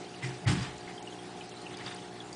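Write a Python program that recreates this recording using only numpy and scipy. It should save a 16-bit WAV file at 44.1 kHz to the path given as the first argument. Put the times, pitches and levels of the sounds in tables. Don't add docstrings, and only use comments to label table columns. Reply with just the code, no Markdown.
import sys
import numpy as np
from scipy import signal
from scipy.fft import rfft, irfft, next_fast_len
from scipy.io import wavfile
from scipy.ndimage import uniform_filter1d, map_coordinates

SR = 44100
rng = np.random.default_rng(int(sys.argv[2]) if len(sys.argv) > 2 else 0)


def wrap_up_sound(samples):
    columns = np.atleast_2d(samples).T
    tamed = np.clip(columns, -1, 1)
    steps = np.round(tamed * 32767).astype(np.int16)
    wavfile.write(sys.argv[1], SR, steps)


def gain_from_db(level_db):
    decades = np.asarray(level_db, float) / 20
    return 10 ** decades


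N = 103635


def unit(x):
    return x / np.sqrt(np.mean(x ** 2) + 1e-20)


def wobble(rate):
    knots = rng.standard_normal(int(N * rate / SR) + 4)
    return map_coordinates(knots, [np.arange(N) * rate / SR])


def filtered(x, response):
    m = next_fast_len(len(x) + SR // 2)
    return irfft(rfft(x, m) * response(np.fft.rfftfreq(m, 1 / SR)), m)[:len(x)]


def resonant(x, peaks):
    def response(f):
        total = 0
        for k, (centre, width, db) in enumerate(peaks):
            damping = 1j * f * width
            total = total + (-1) ** k * gain_from_db(db) * damping / (centre * centre - f * f + damping)
        return total
    return filtered(x, response)


def resonant_noise(peaks):
    return unit(resonant(resonant(rng.standard_normal(N), peaks), peaks))


def add(track, s, sound):
    part = track[round(s * SR):][:len(sound)]
    part += sound[:len(part)]


def swell(s, rise, t60, db):
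    t = np.arange(N) / SR
    fade = -60 * np.clip(t - s - rise - 0.015, 0, None) / t60
    return np.clip((t - s) / rise, 0, 1) ** 0.89 * gain_from_db(db + fade)


# (frequency [Hz], level [dB per Hz])
HISS = [(18, -43), (30, -40.5), (251, -0.5), (363, -2), (549, -17), (740, -3.5), (1010, -10), (4170, -15),
        (10300, -23.5), (13400, -55), (22000, -120)]
# (frequency [Hz], width [Hz], level [dB])
MURMUR = [(122.4, 108, 5), (184, 100, 4), (361, 62, -4.5), (770, 470, 1)]


def room_tone():
    hiss_db, patchy_db = -49, 2
    murmur_db, sway_db = -54.5, 1
    z = signal.stft(rng.standard_normal(N + 512), nperseg=512)[2]
    patches = uniform_filter1d(rng.standard_normal(z.shape), 6, 0)
    patches = unit(uniform_filter1d(patches, 8, 1))
    noise = signal.istft(z * gain_from_db(patchy_db * patches), nperseg=512)[1][:N]
    f, db = np.transpose(HISS)
    hiss = unit(filtered(noise, lambda hz: gain_from_db(np.interp(np.log(hz + 1), np.log(f + 1), db))))
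    murmur = resonant(rng.standard_normal(N), MURMUR)
    murmur = unit(resonant(murmur, [(303, 300, 0)]))
    return gain_from_db(hiss_db) * hiss + gain_from_db(murmur_db + sway_db * wobble(6.5)) * murmur


# (multiple of the mains [count], rms level [dB])
BUZZ = [(1, -73.5), (2, -59), (3, -56), (5, -57.5), (6, -53), (7, -56), (8, -63.5), (10, -66.5), (11, -86),
        (12, -55.5), (13, -62.5), (14, -59.5), (15, -72), (18, -71)]


def mains_buzz():
    mains_hz, sway_db = 59.92, 1.1
    phase_spread = 0.1184
    turn = 2 * np.pi * mains_hz * np.arange(N) / SR
    out = np.zeros(N)
    for k, db in BUZZ:
        level = np.sqrt(2) * gain_from_db(db + sway_db * wobble(8.78))
        out += level * np.sin(k * turn + phase_spread * k * k)
    return out


# (time [s], peak level [dB], frequency [Hz])
PINGS = [(0.068, -46, 3100), (0.0857, -48, 3460), (0.1431, -39, 2770), (0.8769, -39, 2080),
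         (0.9787, -37.5, 3160), (1.073, -33.5, 2850), (1.1243, -41, 3100), (1.1877, -41, 3250),
         (1.3742, -45, 3340), (1.4082, -35.5, 3060), (1.412, -39, 2560), (1.514, -45, 3220),
         (1.5204, -41, 2750), (1.569, -41, 4000), (1.659, -39, 2804), (1.6661, -34, 2700),
         (1.7429, -38.5, 3390), (1.8646, -37, 3490), (1.8786, -33.5, 3580), (1.907, -42, 3530),
         (1.925, -39, 3620), (1.9834, -40, 3140), (2.0213, -41, 3420), (2.2034, -35.5, 3350)]
# (time [s], peak level [dB], frequency [Hz])
HIGH_PINGS = [(.047, -46, 4100), (.096, -46.5, 4700), (.113, -49, 4730), (.162, -46, 4520),
              (.274, -49, 5700), (.291, -45, 5570), (0.4449, -45, 4700), (0.8121, -46, 4620),
              (0.8285, -46, 4830), (1.434, -47, 4950), (1.44, -48.5, 4900), (1.447, -52, 5040),
              (1.4636, -44, 4900), (1.4794, -53, 4860), (1.4964, -44, 4900), (1.616, -47, 4770),
              (1.62, -45, 4130), (1.7475, -52, 4650), (1.772, -40, 4750), (1.781, -50, 4570),
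              (1.824, -48, 4700), (1.8468, -48, 4800), (1.8637, -36, 4660), (1.881, -50, 4600),
              (1.916, -49, 4900), (1.938, -49, 4800), (1.948, -43, 4680), (1.9636, -42, 4750),
              (1.99, -52, 7000), (2.329, -40, 4600), (2.3434, -43, 4930)]
# (time [s], peak level [dB], centre frequency [Hz], sharpness [ratio])
SNAPS = [
    (0.782, -49.5, 6600, 2.8),
    (1.0271, -47, 6100, 1.8),
    (1.495, -46, 8000, 1.2),
    (1.618, -49.5, 6940, 1),
    (1.7713, -46, 6040, 0.9),
    (1.947, -45.5, 9400, 8.3),
    (2.33, -47.5, 7010, 5),
]


def claws():
    rise_s, side_level = 0.0032, 0.48
    pitch_sag = 2.3
    snap_t60_s, snap_db = 0.023, 4
    out, t = np.zeros(N), np.arange(SR // 12) / SR
    rise = 1 - np.exp(-t / rise_s)
    turn = 2 * np.pi * t * (1 + pitch_sag * (.008 - t / 2))
    # (ticks, t60 [s], gain [dB], spread of the side modes [share])
    for rows, t60, gain_db, spread in ((PINGS, 0.041, 0, .05), (HIGH_PINGS, 0.015, 10, .03)):
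        chances = rng.uniform(-0.847, 1, size=(len(rows), 2, 3, 1))
        for (s, db, hz), (detune, phase) in zip(rows, chances):
            main = np.sin(hz * turn)
            sides = np.sin(hz * (1 + 2 * spread * detune) * turn + np.pi * phase).sum(0)
            envelope = gain_from_db(db + gain_db - 60 * t / t60) * rise
            add(out, s - .002, envelope * (main + side_level * sides))
    for s, db, hz, sharp in SNAPS:
        puff = resonant(rng.standard_normal(len(t)), [(hz, 1.6 * hz / sharp, 0)])
        puff = unit(resonant(puff, [(hz, 1.3 * hz / sharp, 0)]))
        add(out, s - .001, gain_from_db(db + snap_db - 60 * t / snap_t60_s) * puff)
    return out


def room(x):
    t60_s = .35
    t = np.arange(SR // 3) / SR
    tail = rng.standard_normal(len(t)) * gain_from_db(-60 * t / t60_s) * (t > .003)
    return signal.fftconvolve(x, tail / np.linalg.norm(tail))[:N]


# (start [s], rise [s], t60 [s], level [dB], brightness [dB])
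STROKES = [
    (0.214, 0.018, 0.47, -44.5, -0.5),
    (0.462, 0.014, 0.16, -34.5, 0),
    (.475, 0.032, 0.6, -39.5, -3.5),
    (.54, 0.09, 0.38, -41.5, -20),
    (0.866, 0.014, 0.23, -52, -12),
    (1.34, 0.042, 0.13, -56.5, 1),
    (1.69, 0.04, 0.4, -51, -8.5),
    (1.77, 0.027, 0.46, -48.5, -15),
    (1.82, 0.052, 0.52, -46, -7),
]


def stroke_shapes():
    late_s = .007
    dull = [swell(*row[:4]) for row in STROKES]
    bright = [swell(s + late_s, rise, t60, db + bright_db) for s, rise, t60, db, bright_db in STROKES]
    return np.linalg.norm(dull, axis=0), np.linalg.norm(bright, axis=0)


def grains():
    grains_per_s, uneven_db, clump_db = 16000, 2, 1.25
    hits = rng.random(N) < grains_per_s / SR
    size = gain_from_db(uneven_db * np.minimum(rng.exponential(size=N), 3))
    return hits * rng.standard_normal(N) * size * gain_from_db(clump_db * wobble(59.95))


# (time [s], boost [dB], length [s])
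JOLTS = [(0.2453, 4, 0.012), (0.26, -2, 0.0094), (0.479, 4, 0.0048), (0.484, 2, .008), (.4925, 1, 0.0039),
         (0.501, 4.5, .005), (0.509, 1.5, 0.0093), (0.517, 4.5, .004), (0.524, 2.5, 0.018),
         (0.542, 2, 0.007), (0.585, 5, 0.0053), (0.599, 5, 0.0041), (0.619, 1, 0.0063), (0.63, 0.5, 0.012),
         (.65, -0.5, 0.0093), (1.716, 6.5, 0.011), (1.74, 5, 0.0094), (1.811, 3.5, 0.011), (1.84, 2, .008),
         (1.913, 0.5, .008), (1.92, 6, 0.0071)]


def jolts():
    t = np.arange(N) / SR
    return gain_from_db(sum(db * np.exp(-(2 * (t - s) / length) ** 2) for s, db, length in JOLTS))


# (start [s], rise [s], t60 [s], level [dB])
SQUEALS = [
    (0.224, 0.0091, 0.21, -40.5),
    (0.451, 0.016, 0.11, -41.5),
    (.872, 0.0078, 0.18, -53),
    (1.4, 0.0054, 0.052, -65),
    (1.79, 0.015, 0.18, -56),
]
# (frequency [Hz], width [Hz], level [dB])
WING_CASE = [(2016, 450, 0)]
# (frequency [Hz], width [Hz], level [dB])
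SHELL = [(1766, 420, -4.5), (3100, 1660, -3), (1260, 810, 1), (720, 670, -2)]
# (frequency [Hz], width [Hz], level [dB])
GRIT = [(4400, 2600, 0), (4910, 1200, 8), (8000, 1700, -0.5)]
# (start [s], rise [s], t60 [s], level [dB])
WHISTLES = [
    (.565, 0.061, .15, -49.5),
    (1.883, 0.011, 0.13, -59),
]
WHISTLE_HZ = [4900, 9000]


def scrape(dull, bright):
    grit_db = -2.5
    squeal = unit(resonant(resonant(grains(), WING_CASE), WING_CASE))
    squeal = sum(swell(*row) for row in SQUEALS) * squeal
    whistle = np.zeros(N)
    for row, hz in zip(WHISTLES, WHISTLE_HZ):
        whistle += swell(*row) * unit(resonant(grains(), [(hz, 700, 0)]))
    shell = jolts() * (squeal + dull * unit(resonant(grains(), SHELL)))
    return shell + whistle + gain_from_db(grit_db) * bright * unit(resonant(grains(), GRIT))


# (time [s], level [dB], rise [s], mode nearest the contact [Hz])
KNOCKS = [(0.222, -31.5, 0.03, 130), (.243, -40, 0.025, 360), (.285, -45, .015, 365), (.54, -43, .01, 360),
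          (0.291, -44, .01, 200), (.4, -38, .02, 149), (0.269, -43, 0.019, 129), (0.456, -29, 0.0093, 108),
          (.4645, -20, 0.016, 108), (0.489, -24, 0.0076, 142.5), (.476, -31.5, 0.015, 314),
          (0.504, -30, 0.0055, 310), (.478, -42.5, 0.0033, 810), (.517, -30, 0.0061, 168.4),
          (0.535, -39, 0.0051, 205), (.57, -29, 0.0044, 172.7), (0.605, -36, 0.0042, 127.5),
          (.62, -46, .01, 300), (0.66, -43.5, 0.0072, 181), (1.68, -44, 0.037, 137)]
# (frequency [Hz], level [dB], t60 [s])
BOX = [(99.7, -2, .15), (107, -2, .09), (118, -2.5, 0.15), (129.9, 0.5, 0.26), (152.3, -8, 0.23),
       (178.7, 0.5, 0.19), (270.5, -2, 0.41), (225, -4, .15), (296.6, 0.5, 0.18), (360, -3.5, 0.22),
       (810, -2.5, 0.31)]


def box(dull):
    away_db = 39
    rub_db, box_db, undertone_db = -10.5, 6, -75
    low_hz = 92
    t, out = np.arange(SR // 2) / SR, np.zeros(N)
    hz, level_db, t60 = np.transpose(BOX)[..., None]
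    modes = gain_from_db(level_db - 60 * t / t60) * np.sin(2 * np.pi * hz * t)
    for s, db, rise, near_hz in KNOCKS:
        ring = (gain_from_db(db - away_db * abs(np.log2(hz / near_hz))) * modes).sum(0)
        add(out, s, ring * np.sin(np.pi / 2 * np.clip(t / rise, 0, 1)) ** 2)
    tilted = (modes * hz[0] / hz).sum(0)
    rub = gain_from_db(rub_db) * dull * rng.standard_normal(N)
    out += signal.fftconvolve(rub, tilted / np.linalg.norm(tilted))[:N]

    def radiation(f):
        return (f * f / (f * f - low_hz ** 2 - 1.1j * f * low_hz)) ** 2
    return gain_from_db(box_db) * filtered(out, radiation) + gain_from_db(undertone_db) * resonant_noise([(54.4, 40, 0)])


# (start [s], rise [s], t60 [s], level [dB])
SHUDDERS = [
    (.23, 0.032, .9, -59),
    (.46, 0.018, 1.1, -44.5),
    (1.75, .1, .6, -72),
]
# (frequency [Hz], width [Hz], level [dB])
SHELF = [(71.4, 86, 0)]


def shelf():
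    return sum(swell(*row) for row in SHUDDERS) * resonant_noise(SHELF)


def scene():
    room_db = -12.5
    dull, bright = stroke_shapes()
    near = claws() + scrape(dull, bright)
    beetle = near + gain_from_db(room_db) * room(near)
    return (room_tone() + mains_buzz() + beetle + box(dull) + shelf())[None]


# (start [s], length [s], low edge [Hz], high edge [Hz])
DROPOUTS = [(.07, .009, 5600, 6700), (.166, .008, 6200, 7800), (.2, .022, 7200, 7900),
            (.207, .008, 5700, 6200), (.302, .012, 5100, 5800), (.455, .0065, 2720, 5000),
            (.454, .012, 5000, 10500), (.516, .008, 7400, 8000), (.55, .012, 5400, 6300),
            (.998, .024, 5900, 7840), (1.019, .006, 8000, 10300), (1.037, .027, 5500, 6230),
            (1.355, .008, 6200, 7400), (1.441, .014, 9700, 10500), (1.467, .023, 8700, 10500),
            (1.484, .006, 6300, 7700), (1.512, .021, 5700, 6400), (1.54, .016, 9300, 10500),
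            (1.627, .008, 9300, 10500), (1.752, .01, 5900, 7600), (1.75, .016, 8800, 10500),
            (1.777, .008, 6600, 7300), (1.87, .009, 4600, 5200), (1.93, .015, 8600, 10500),
            (1.954, .006, 6200, 7200), (1.957, .008, 8560, 10500), (1.972, .016, 6700, 7400)]


def dropouts(x):
    drop_db = -21
    stray_db, stray_share, stray_from_hz = -51, .095, 4400
    cell_bins, cell_steps = 3, 5
    hz, t, z = signal.stft(x, SR, nperseg=256, noverlap=192)
    cells = rng.random((len(hz) // cell_bins + 1, len(t) // cell_steps + 1)) < stray_share
    stray = np.kron(cells, np.ones((cell_bins, cell_steps)))[:len(hz), :len(t)]
    loss = stray_db * stray * (hz > stray_from_hz)[:, None]

    def edge(v, a, b, soft):
        return np.clip(np.minimum(v - a, b - v) / soft + .5, 0, 1)
    for s, length, low_hz, high_hz in DROPOUTS:
        gap = np.outer(edge(hz, low_hz, high_hz, 170), edge(t, s, s + length, 0.0024))
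        loss = np.minimum(loss, drop_db * gap)
    return signal.istft(z * gain_from_db(loss), SR, nperseg=256, noverlap=192)[1][:N]


def roll_off(x):
    return signal.sosfilt(signal.butter(12, 10770, fs=SR, output="sos"), x)


def record(dry):
    top_hz = 10150
    band = filtered(dropouts(dry[0]), lambda hz: gain_from_db(-60 * np.clip((hz - top_hz + 150) / 600, 0, 2)))
    return roll_off(band[None])


dry = scene()
out = record(dry)
wrap_up_sound(out)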